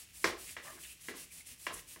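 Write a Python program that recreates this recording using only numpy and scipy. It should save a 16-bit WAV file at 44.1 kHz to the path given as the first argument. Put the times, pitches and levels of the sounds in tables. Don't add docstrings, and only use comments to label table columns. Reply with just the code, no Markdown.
import sys
import numpy as np
from scipy import signal
from scipy.fft import rfft, irfft, next_fast_len
from scipy.io import wavfile
from scipy.ndimage import map_coordinates

SR = 44100
rng = np.random.default_rng(int(sys.argv[2]) if len(sys.argv) > 2 else 0)


def int16_out(signal):
    q = np.round(np.clip(np.atleast_2d(signal).T, -1, 1) * 32767)
    wavfile.write(sys.argv[1], SR, q.astype(np.int16))


N = 88200


def amp(db):
    return 10 ** (np.asarray(db) / 20)


def unit(x):
    return x / np.sqrt(np.mean(x ** 2) + 1e-20)


def along(points, hz):
    f, v = np.transpose(points)
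    return np.interp(np.log(hz + 1), np.log(f + 1), v)


def filtered(x, response):
    m = next_fast_len(N + SR // 2)
    return irfft(rfft(x, m) * response(np.fft.rfftfreq(m, 1 / SR)), m)[:N]


def coloured(x, spectrum):
    return unit(filtered(x, lambda hz: amp(along(spectrum, hz))))


def noise(spectrum):
    return coloured(rng.standard_normal(N), spectrum)


def wobble(per_s):
    return map_coordinates(rng.standard_normal(N // 16), [np.arange(N) * per_s / SR], mode="mirror")


def add(track, start, x):
    i = int(np.clip(round(start * SR), 0, N))
    track[i:i + len(x)] += x[:N - i]


def rumble():
    # f/Hz, level/dB
    room_tone = [(20, -18), (40, -4), (58, 4.5), (95, -5), (160, -8), (300, -13.5), (600, -26.5),
                 (1500, -21.5), (5000, -18.5), (15000, -23.5)]
    return noise(room_tone)


def reverb(x, wall_s=0.0069, build_s=0.0015):
    # f/Hz, t60/s
    decay = [(100, 0.23), (400, 0.39), (1000, 0.34), (2800, 0.32), (7000, 0.29), (15000, 0.082)]
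    # f/Hz, level/dB
    tone = [(100, 7), (350, 3), (1000, -1.5), (2200, -2.5), (5000, -2), (12000, 0)]
    hz, t, spectra = signal.stft(rng.standard_normal(SR // 2), SR, nperseg=256)
    tail_db = along(tone, hz)[:, None] - 60 * t / along(decay, hz)[:, None]
    tail = signal.istft(spectra * amp(tail_db), SR, nperseg=256)[1]
    age = np.maximum(np.arange(len(tail)) / SR - wall_s, 0)
    tail *= 1 - np.exp(-age / build_s)
    return signal.fftconvolve(x, tail / np.linalg.norm(tail))[:N]


def thuds(attack_s=0.014, t60_s=0.45):
    # t/s, level/dB
    pushes = [(.253, -49), (1.716, -55)]
    # f/Hz, level/dB
    boom = [(25, -30), (45, 8), (62, -10), (95, 4), (150, -60), (400, -34.5)]
    envelope = np.zeros(N)
    for start, db in pushes:
        age = np.maximum(np.arange(N) / SR - start, 0)
        envelope += amp(db - 60 * age / t60_s) * (1 - np.exp(-age / attack_s))
    return noise(boom) * envelope


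def water(bubbles_per_s=2200, ring_cycles=14.5, pitch_rise=0.031):
    # centre t/s, half length/s, level/dB, f/Hz, pitch spread/share
    squelches = [(0.487, 0.011, -54, 2285, .18), (.68, 0.016, -53, 1720, 0.064),
                 (0.69, 0.021, -55, 1100, 0.053), (0.67, 0.02, -59, 646, 0.09),
                 (0.739, .01, -58.5, 338, 0.13), (0.778, .008, -57.5, 1687, 0.483),
                 (0.847, .009, -51.5, 2755, 0.216), (0.897, 0.016, -57.5, 2690, .06),
                 (1.228, 0.0089, -63, 2730, 0.029), (1.317, .009, -59.5, 2370, 0.027),
                 (1.41, .005, -56, 2050, 0.06), (1.79, 0.0028, -52.5, 2620, .14)]
    out, t = np.zeros(N), np.arange(SR // 20) / SR
    for centre, half, db, hz, spread in squelches:
        cluster = np.zeros(N)
        count = int(2 * half * bubbles_per_s) + 2
        for when, pitch, size in rng.standard_normal((400, 3))[:count]:
            cycles = hz * np.exp(spread * pitch) * t
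            ring = np.sin(2 * np.pi * cycles * (1 + pitch_rise * cycles / ring_cycles / 2))
            envelope = amp(2 * size - 30 * cycles / ring_cycles) * (1 - np.exp(-cycles))
            add(cluster, centre + half * np.clip(when, -2, 2), ring * envelope)
        out += amp(db) * unit(cluster) * np.sqrt(2 * half * SR / N)
    return out


def knocks(contact_s=0.0011, crack_db=3.5, crack_t60_s=0.043, wash_db=26.5, room_db=-9):
    # t/s, level/dB, low, mid, upper and high EQ/dB against 2 kHz, reverb/dB, ring time/factor
    hits = [(0.2424, -25, 0.5, 4, -3, 1.5, -0.5, 0.88), (0.5662, -42, -5.5, -3.5, -2.5, -4, 2.5, 1.85),
            (1.0848, -41.5, 2, -5, -2, -1.5, 2, 1.4), (1.138, -55.5, 4, 6.5, 2, 7, 3, 0.65),
            (1.6671, -36, -0.5, 0, 2, 0, -0.5, 1.14), (1.705, -46, 0, 7.5, -21, -12, 0.5, 0.87),
            (1.9611, -56, 3.5, 2.5, -4, -3, 1, 1.35)]
    # f/Hz, level/dB, t60/s
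    modes = [(355.5, -12.5, 0.064), (475, -11, 0.078), (647, -6, 0.047), (846, -12, 0.01), (1058, 0, 0.036),
             (1290, -3.5, 0.024), (1665, 1.5, 0.025), (1840, -3.5, 0.025), (1970, 2, 0.033),
             (2106, -2.5, 0.027), (2332, -1.5, 0.028), (2810, -0.5, 0.024), (3300, -4.5, 0.029),
             (5520, -14, 0.026), (1030, -30, 0.18), (1260, -32, 0.3), (1683, -36, 0.17), (1994, -22, 0.16),
             (5440, -38, 0.12)]
    # f/Hz, level/dB
    crack_eq = [(90, -53), (200, 0), (380, 7), (800, -2.5), (1700, 5), (2400, -2.5), (3800, -7.5),
                (5500, -7.5), (8000, -12.5), (15000, -26)]
    # f/Hz, level/dB
    wash_eq = [(100, -22.5), (230, -6.5), (340, 1), (600, -1.5), (820, -2.5), (1100, 0.5), (1450, -1),
               (1850, 6), (2400, 0.5), (2900, 0.5), (5500, -5.5), (8000, -15), (15000, -27)]
    out, t = np.zeros(N), np.arange(SR // 4) / SR
    hz, mode_db, t60 = np.transpose(modes)[:, :, None]
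    build = 1 - np.exp(-t * hz / 0.61)
    for start, db, low_db, mid_db, upper_db, high_db, reverb_db, sustain in hits:
        colour = [(450, low_db), (1050, mid_db), (2000, 0), (2900, upper_db), (4800, high_db)]
        phase = 2 * np.pi * rng.random(hz.shape)
        swing = amp(mode_db + along(colour, hz) - 60 * t / (t60 * sustain)) * build
        ring = (swing * np.sin(2 * np.pi * hz * t + phase)).sum(axis=0)
        grit = filtered(noise(crack_eq), lambda f: amp(along(colour, f)))[:len(t)]
        crack = amp(crack_db - 60 * t / crack_t60_s) * (1 - np.exp(-t / contact_s)) * grit
        blow, impulse = np.zeros(N), np.zeros(N)
        add(blow, start, amp(db) * (ring + crack))
        add(impulse, start, amp([db + wash_db]))
        wash = filtered(reverb(impulse), lambda f: amp(along(wash_eq, f) + along(colour, f)))
        out += blow + amp(reverb_db) * (wash + amp(room_db) * reverb(blow))
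    return out


def slips(spectrum, per_s, scatter_db):
    ticks = (rng.random(N) < per_s / SR) * rng.choice([-1, 1], N)
    sizes = amp(scatter_db * np.clip(rng.standard_normal(N), -2, 2))
    return coloured(ticks * sizes, spectrum)


def flicks():
    # centre t/s, half length/s, level/dB
    tufts = [(.843, 0.0091, -52.5), (1.473, 0.0073, -51.5), (1.743, 0.0066, -43)]
    # f/Hz, level/dB
    flick_eq = [(3000, -37), (6500, -8), (8500, -2), (10500, 0.5), (12500, -16), (15500, -16)]
    t = np.arange(N) / SR
    envelope = sum(amp(db) * np.exp(-0.5 * ((t - centre) / half) ** 2) for centre, half, db in tufts)
    return envelope * slips(flick_eq, per_s=5000, scatter_db=4)


def bristles(attack_s=0.019, release_s=0.026, fade_db=12, turn_hiss_db=-68, turn_rasp_db=-66):
    # t/s, length/s, hiss level/dB, swell over the stroke/dB, rasp level/dB
    strokes = [(-.06, 0.083, -47.5, -10.5, -55), (0.15, 0.14, -51, 3.5, -61.5),
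               (0.394, 0.13, -50, 2.5, -59), (0.643, 0.11, -54.5, -2.5, -58.5),
               (0.808, 0.12, -52.5, -2, -62), (1.017, 0.077, -53.5, 4, -59.5), (1.171, 0.061, -50, 0, -57),
               (1.325, 0.076, -52, -1, -62), (1.469, 0.054, -53, 1, -59), (1.602, 0.064, -52.5, 1.5, -61.5),
               (1.735, 0.061, -52, 2.5, -58), (1.888, 0.057, -52.5, -1, -60.5)]
    # f/Hz, level/dB
    hiss_eq = [(1500, -16.5), (3500, -7), (6000, -5.5), (8000, -0.5), (10300, 0.5), (12300, -6),
               (15500, -7)]
    # f/Hz, level/dB
    rasp_eq = [(150, 0.5), (400, -11.5), (900, -14), (1450, -11), (2000, -0.5), (2700, 1.5), (4200, -7),
               (5600, -4), (9000, -13.5)]
    t = np.arange(N) / SR
    hiss_gain, rasp_gain = np.zeros(N), np.zeros(N)
    for start, length, hiss_db, swell_db, rasp_db in strokes:
        progress = np.clip((t - start) / length, 0, 1)
        outside = np.maximum(start - t, 0) / attack_s + np.maximum(t - start - length, 0) / release_s
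        speed = amp(swell_db * (progress - 0.5) - fade_db * outside ** 1.3)
        hiss_gain += amp(hiss_db) * speed
        rasp_gain += amp(rasp_db) * speed
    hiss_gain = np.maximum(hiss_gain, amp(turn_hiss_db)) * amp(0.4 * wobble(per_s=61.4))
    rasp_gain = np.maximum(rasp_gain, amp(turn_rasp_db)) * amp(2.2 * wobble(per_s=55))
    hiss = hiss_gain * slips(hiss_eq, per_s=15000, scatter_db=3.5)
    rasp = rasp_gain * slips(rasp_eq, per_s=3200, scatter_db=3)
    return hiss + rasp


def scene(room_db=-9, rumble_db=-65.5):
    scrub = bristles() + flicks() + water()
    mono = scrub + amp(room_db) * reverb(scrub) + knocks() + thuds() + amp(rumble_db) * rumble()
    return np.array([mono, mono])


def record(dry, low_cut_hz=40, top_hz=15850):
    thin = signal.sosfilt(signal.butter(3, low_cut_hz, "highpass", fs=SR, output="sos"), dry)
    return np.array([filtered(channel, lambda hz: hz < top_hz) for channel in thin])


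dry = scene()
out = record(dry)
int16_out(out)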